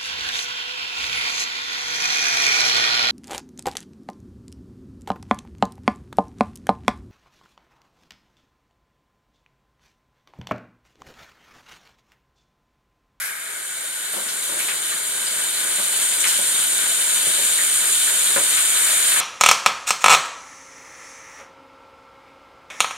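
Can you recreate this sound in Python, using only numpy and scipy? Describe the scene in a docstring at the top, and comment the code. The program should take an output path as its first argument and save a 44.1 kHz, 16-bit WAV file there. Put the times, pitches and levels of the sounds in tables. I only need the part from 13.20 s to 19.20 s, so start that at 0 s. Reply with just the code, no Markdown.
"""A short gush of spray hisses and splatters into the hollow tub of a small plastic washing machine.
A bathroom tap feeds it through a hose and is opened further and further: collapsing bubbles excite
resonances of valve and hose, and the jet's impacts ring the tub's air, drum on its floor and shake
the casing. Hands knock the casing and lid a few times, short splashes stand out, tap handles scrape
as they turn, and the reverberation of the small hard room blends it all."""
import sys
import numpy as np
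from scipy import signal
from scipy.fft import rfft, irfft, next_fast_len
from scipy.io import wavfile
from scipy.ndimage import map_coordinates

SR = 44100
rng = np.random.default_rng(int(sys.argv[2]) if len(sys.argv) > 2 else 0)


def to_wav(sig):
    """Store sig (one row per channel, or 1-D mono) as 16-bit WAV at the path in sys.argv[1].

    Samples outside -1..1 are clipped; the rate is SR.
    """
    pcm = np.clip(np.atleast_2d(sig), -1, 1) * 32767
    pcm = np.round(pcm).astype(np.int16)
    wavfile.write(sys.argv[1], SR, pcm.T)  # frames by channels


N = 264776

# Spectrum of drops striking the tub. Each row: frequency in Hz, relative level in dB.
SPLATTER_SPECTRUM = [(150, -64), (600, -11), (1000, -11), (1250, 0), (1600, 1), (2250, 3), (2600, -3.5),
                     (3500, -9.5), (12000, -52)]


def amp(db):
    """Decibels express an amplitude ratio logarithmically."""
    return 10 ** (np.asarray(db) / 20)


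def unit(x):
    """Normalisation brings the rms to 1."""
    return x / np.sqrt(np.mean(x ** 2) + 1e-20)


def along(points, hz):
    """Interpolation reads (Hz, value) points on a logarithmic frequency axis."""
    freqs, values = np.transpose(points)
    return np.interp(np.log(hz + 1), np.log(freqs + 1), values)


def ramp(start_s, rise_s):
    """A linear transition runs from 0 to 1."""
    return np.clip((np.arange(N) / SR - start_s) / rise_s, 0, 1)


def wobble(rate):
    """Slow random modulation: a spline passes through rate knots a second."""
    return map_coordinates(rng.standard_normal(1024), [np.arange(N) * rate / SR], mode="wrap")


def filtered(x, response):
    """Linear filtering multiplies the spectrum by a frequency response."""
    size = next_fast_len(x.shape[-1] + SR // 4)
    return irfft(rfft(x, size) * response(np.fft.rfftfreq(size, 1 / SR)), size)[..., :x.shape[-1]]


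def resonances(modes, hz):
    """Damped oscillators each add a peak to the power response."""
    return sum(amp(db) ** 2 * (hz * width) ** 2 / ((centre ** 2 - hz ** 2) ** 2 + (hz * width) ** 2)
               for centre, width, db in modes)


def colour(spectrum):
    """A spectral envelope in dB sets a broad amplitude response."""
    return lambda hz: amp(along(spectrum, hz))


def body(spectrum, modes, ring_db):
    """A broad spectrum and the modes that stand out of it add in power."""
    return lambda hz: np.sqrt(colour(spectrum)(hz) ** 2 + amp(ring_db) ** 2 * resonances(modes, hz))


def drops(per_second, spread_db, share):
    """Shot noise: impacts timed alike in both channels carry a share of the power, turbulence the rest."""
    falls = rng.random(N) < per_second / SR
    sizes = falls * amp(spread_db * np.clip(rng.standard_normal(N), -2, 2))
    impacts = unit(sizes * rng.standard_normal((2, N)))
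    return np.sqrt(share) * impacts + np.sqrt(1 - share) * rng.standard_normal((2, N))


def burst(t60, rise_s):
    """Exponential decay: noise, and an envelope for it that falls 60 dB in t60 seconds."""
    t = np.arange(SR // 2) / SR
    return rng.standard_normal((2, len(t))), amp(-60 * t / t60) * (1 - np.exp(-t / rise_s))


def add(track, start_s, sound):
    """Superposition adds a sound to the track."""
    start = max(round(start_s * SR), 0)
    part = track[:, start:start + sound.shape[1]]
    part += sound[:, :part.shape[1]]


def driven(full_db, growth):
    """A power law: the level in dB gains growth dB for each dB of flow."""
    # The opening of the tap. Each row: time in seconds, flow in dB relative to full.
    flow = [(.1, -22), (.3, -15.5), (.6, -13), (1.42, -8), (1.85, -8), (2.95, -2.5), (4.3, -0.83), (6, 0.6)]
    return full_db + growth * np.interp(np.arange(N) / SR, *np.transpose(flow))


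def gush(db, fall_db_per_s, hold_s=0):
    """The gain of the first gush holds for hold_s, then decays exponentially."""
    return amp(db - fall_db_per_s * np.maximum(np.arange(N) / SR - hold_s, 0))


def surges():
    """Pressure transients raise the level in dB: each jumps up, holds and relaxes."""
    # Each row: start in seconds, added level in dB.
    swells = [(.92, 4), (1.22, 3), (1.39, 4), (2.067, 0.5), (2.23, 0), (3.08, 4), (4.31, 0.5), (5.646, 2),
              (5.874, 2)]
    attack_s, hold_s, release_s = 0.0053, 0.04, 0.086
    return sum(db * (ramp(s, attack_s) - ramp(s + hold_s, release_s)) for s, db in swells)


def spray(flutter):
    """Atomisation: fine spray leaves the nozzle as bright noise that swells with the pressure."""
    # Each row: frequency in Hz, relative level in dB.
    spectrum = [(200, -70), (3000, -7.5), (6000, -3.5), (9500, 0.5), (10300, 0.5), (10620, 5.5), (11200, 4),
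                (12000, 5), (12900, -7), (14000, -6.5), (15700, -12)]
    mist = filtered(drops(8000, spread_db=2.8, share=0.16), colour(spectrum))
    gain = np.hypot(amp(driven(-25.5, growth=0.69) + surges()), gush(-28.5, 90, hold_s=0.063))
    return unit(room(mist, wet_db=-8)) * gain * amp(0.4 * flutter + 0.096 * wobble(6.5))


def tub_ring(slosh_db):
    """Cavity resonance: drops ring the air in the tub, even under a gentle stream."""
    # Each row: frequency in Hz, bandwidth in Hz, relative level in dB.
    air_modes = [(1400, 370, -9.5), (1470, 39, 3.5), (1605, 79, 1), (1920, 120, -4), (2140, 41, -3.5),
                 (2287, 26, -0.5)]
    cavity = lambda hz: np.sqrt(resonances(air_modes, hz)) * colour(SPLATTER_SPECTRUM)(hz)
    ring = filtered(drops(2000, spread_db=0.38, share=0.29), cavity)
    gain = np.hypot(amp(driven(-35, growth=0.24)), gush(-32.5, fall_db_per_s=58))
    return unit(ring) * gain * amp(slosh_db)


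def splatter(slosh_db, aside):
    """Impact noise: the broken jet spatters in the tub, louder once the person no longer shields it."""
    impacts = filtered(drops(1400, spread_db=4.9, share=0.64), colour(SPLATTER_SPECTRUM))
    gain = np.hypot(amp(driven(-33.5, growth=1.03) + 4 * aside), gush(-34, fall_db_per_s=21))
    spurts_db = 0.45 * wobble(30)
    return unit(room(impacts, wet_db=4.5)) * gain * amp(slosh_db + spurts_db)


def valve_hiss(flutter):
    """Cavitation: tiny collapsing bubbles ring the high modes of the valve."""
    # Each row: frequency in Hz, relative level in dB.
    spectrum = [(300, -90), (4000, -52), (5200, -27), (6300, -22), (6750, -13), (7100, 22.5), (7400, 2),
                (8200, -26), (8700, 15), (9200, -15), (9800, -8), (10600, -16), (13000, -40)]
    # Each row: frequency in Hz, bandwidth in Hz, relative level in dB.
    valve_modes = [(6010, 18, -4.5), (6596, 17, -0.5), (7040, 137, -1), (7364, 69, 1), (7610, 150, -6.5),
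                   (7920, 50, -0.5), (8100, 50, -4.5), (8670, 280, 0.5), (8700, 310, -6.5), (9150, 136, 3),
                   (9600, 390, -5), (10480, 33, -2.5), (12120, 57, -4)]
    hiss = filtered(drops(14000, spread_db=4.3, share=0.48), body(spectrum, valve_modes, ring_db=22))
    level_db = driven(-18.5, growth=0.89) + 0.086 * flutter + 0.33 * wobble(27)
    return unit(room(hiss, wet_db=-6)) * amp(level_db)


def hose_song(flutter):
    """Resonance: bubble noise excites the narrow modes of the hose, which sing above the rush."""
    # Each row: frequency in Hz, relative level in dB.
    spectrum = [(100, -70), (1500, -29), (2400, -2.5), (2800, -0.5), (3400, 2), (4450, 0), (4750, -5),
                (5500, -11.5), (7000, -11), (15000, -50)]
    # Each row: frequency in Hz, bandwidth in Hz, relative level in dB.
    hose_modes = [(3037, 23, 5.5), (3296, 38, 3.5), (3590, 25, 4.5), (3665, 23, 3.5), (4033, 34, 5.5),
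                  (4405, 85, -4)]
    song = filtered(drops(4000, spread_db=7, share=0.38), body(spectrum, hose_modes, ring_db=6.5))
    level_db = driven(-26.7, growth=0.87) + 0.45 * surges() + 0.8 * flutter + 0.16 * wobble(7.7)
    return unit(room(song, wet_db=-4.5)) * amp(level_db)


def floor_drum(slosh_db, early):
    """Forced vibration: the jet drums on the tub's floor, a little weaker until it lands there."""
    # Each row: frequency in Hz, relative level in dB.
    spectrum = [(25, -52), (60, -32), (105, -21), (150, -17), (205, -7), (310, -4.5), (390, 1), (450, -2.5),
                (570, 3), (690, -1), (800, 0), (1000, 1.5), (1500, 1.5), (6000, -43)]
    drum = filtered(drops(900, spread_db=1.3, share=0.39), colour(spectrum))
    return unit(room(drum, wet_db=5.5)) * amp(driven(-38.5, growth=0.34) - 2 * early + slosh_db)


def casing(edge_hz):
    """Modal response of the plastic shell: a soft contact mainly excites modes below edge_hz."""
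    # Each row: frequency in Hz, bandwidth in Hz, relative level in dB.
    shell_modes = [(146, 31, -4.5), (213.6, 10.4, 3.5), (255, 14, 0.5), (347, 30, 2.5), (560, 130, 6),
                   (970, 520, 0), (1470, 490, 4), (2350, 690, -1)]
    low_hz = 115  # slower flexing hardly radiates
    rolloff = lambda hz: (1 + (hz / edge_hz) ** 6) * (1 + (low_hz / (hz + 1)) ** 4)
    return lambda hz: np.sqrt(resonances(shell_modes, hz) / rolloff(hz))


def casing_boom(slosh_db, early, aside):
    """Structure-borne sound: the landed jet shakes the casing, less once nobody leans on it."""
    boom = filtered(drops(300, spread_db=3.2, share=0.47), casing(edge_hz=395))
    return unit(boom) * amp(driven(-53, growth=0.092) - 20 * early - 5 * aside + slosh_db)


def knocks():
    """Impulse excitation: each blow on casing or lid is a sharp push and a dying rattle."""
    # Each row: start in seconds, relative level in dB, bright edge in Hz, 60 dB decay time in seconds.
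    blows = [(.882, -57, 1500, 0.16), (.935, -40, 1800, 0.34), (.966, -38.5, 1800, 0.34),
             (1.294, -39.5, 1800, 0.27), (1.323, -43, 900, 0.44), (1.485, -42, 2000, 0.098),
             (2.584, -37, 1920, 0.26), (3.189, -39, 1000, 0.26), (4.07, -38.5, 700, 0.18),
             (4.186, -43, 700, 0.29), (5.163, -23.5, 3200, 0.096), (5.17, -29.5, 2600, 0.17),
             (5.185, -34.5, 1100, 0.22)]
    out = np.zeros((2, N))
    lead = SR // 20  # samples for the response to spread ahead of the blow
    for start_s, db, edge_hz, t60 in blows:
        noise, fade = burst(t60, rise_s=0.0005)
        shell = casing(edge_hz)
        push = 6 * signal.unit_impulse(len(fade))
        force = np.pad(fade * noise + push, ((0, 0), (lead, 0)))
        gain = amp(db + 6) / np.std(filtered(noise, shell))
        add(out, start_s - lead / SR, gain * filtered(force, shell))
    return out


def splashes_and_scrapes():
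    """Transients: short splashes and the scrape of turning tap handles, each a decaying band of noise."""
    # Each row: start in seconds, relative level in dB, centre in Hz, width in octaves.
    transients = [(1.085, -33.5, 4650, 0.63), (1.396, -33.5, 2320, 0.19), (1.484, -29.5, 2050, 0.7),
                  (1.715, -35, 1590, 0.34), (2.066, -33, 3870, 0.36), (2.92, -39, 2280, 0.16),
                  (3.001, -25, 7700, 0.36), (3.041, -26, 2080, 0.66), (3.07, -26, 6840, 0.55),
                  (3.117, -34, 1600, 0.24), (4.383, -30.5, 1840, 0.26), (4.876, -32.5, 1620, 0.17),
                  (5.372, -29, 2200, 0.78), (5.96, -29.5, 1610, 0.64)]
    out = np.zeros((2, N))
    for start_s, db, centre_hz, octaves in transients:
        noise, fade = burst(t60=0.26, rise_s=0.00082)
        band = lambda hz: np.exp(-0.5 * (np.log2((hz + 1) / centre_hz) / octaves) ** 2)
        add(out, start_s, amp(db + 6) * fade * unit(filtered(noise, band)))
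    return out


def room(x, wet_db):
    """Reverberation: hard walls give each channel its own tail, at about the same total power."""
    # Each row: frequency in Hz, 60 dB decay time in seconds.
    decay_times = [(200, 0.27), (2000, 0.17), (8000, 0.19), (15000, 0.1)]
    hz, t, spectra = signal.stft(rng.standard_normal((2, SR // 3)), SR, nperseg=256)
    tail = signal.istft(spectra * amp(-60 * t / along(decay_times, hz)[:, None]), SR, nperseg=256)[1]
    echo = signal.fftconvolve(x, tail / np.linalg.norm(tail[0]), axes=1)[:, :N]
    return (x + amp(wet_db) * echo) / np.sqrt(1 + amp(wet_db) ** 2)


def microphones(x):
    """Partial coherence: two ports share some sound, and the tub on the left is louder on that side."""
    # Each row: frequency in Hz, correlation given to independent channels.
    likeness = [(100, .5), (500, 0.27), (1500, 0.38), (3500, 0.46), (8000, 0.56), (11000, 0.32),
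                (15000, 0.52)]
    # Each row: frequency in Hz, left minus right level in dB.
    balance = [(60, 20), (130, 8), (380, 8), (700, 5.5), (1290, 4), (2380, 3), (4400, 1.5), (8120, 0.1),
               (15000, 3)]
    # Each row: frequency in Hz, phase lag of the left channel in radians.
    lag = [(100, 0.15), (500, 0.17), (1500, 0.74), (3800, 1.43), (5700, 1.9), (7200, 1.07), (9000, 1.08),
           (13500, 1.84)]
    angle = lambda hz: np.arcsin(along(likeness, hz)) / 2
    pair = filtered(x, lambda hz: np.cos(angle(hz))) + filtered(x[::-1], lambda hz: np.sin(angle(hz)))
    side = np.array([[0.5], [-0.5]])
    return filtered(pair, lambda hz: amp(side * along(balance, hz)) * np.exp(-1j * side * along(lag, hz)))


def scene():
    """Running water and handling superpose at the microphones."""
    flutter = wobble(28)  # the water pressure trembles
    slosh_db = 0.8 * wobble(11)
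    early = 1 - ramp(0.99, rise_s=0.06)  # 1 until the jet finds the tub's floor
    aside = ramp(4.93, rise_s=0.84)  # the person steps away from the machine
    tap = spray(flutter) + valve_hiss(flutter) + hose_song(flutter)
    tub = tub_ring(slosh_db) + splatter(slosh_db, aside)
    rumble = floor_drum(slosh_db, early) + casing_boom(slosh_db, early, aside)
    return microphones(tap + tub + rumble + room(knocks() + splashes_and_scrapes(), wet_db=-19))


def record(dry):
    """Band limiting sheds the deep bass and removes the highest treble."""
    low_cut_hz, top_hz = 60, 15780
    thin = signal.sosfilt(signal.butter(2, low_cut_hz, "highpass", fs=SR, output="sos"), dry)
    return filtered(thin, lambda hz: hz < top_hz)


dry = scene()
out = record(dry)
to_wav(out)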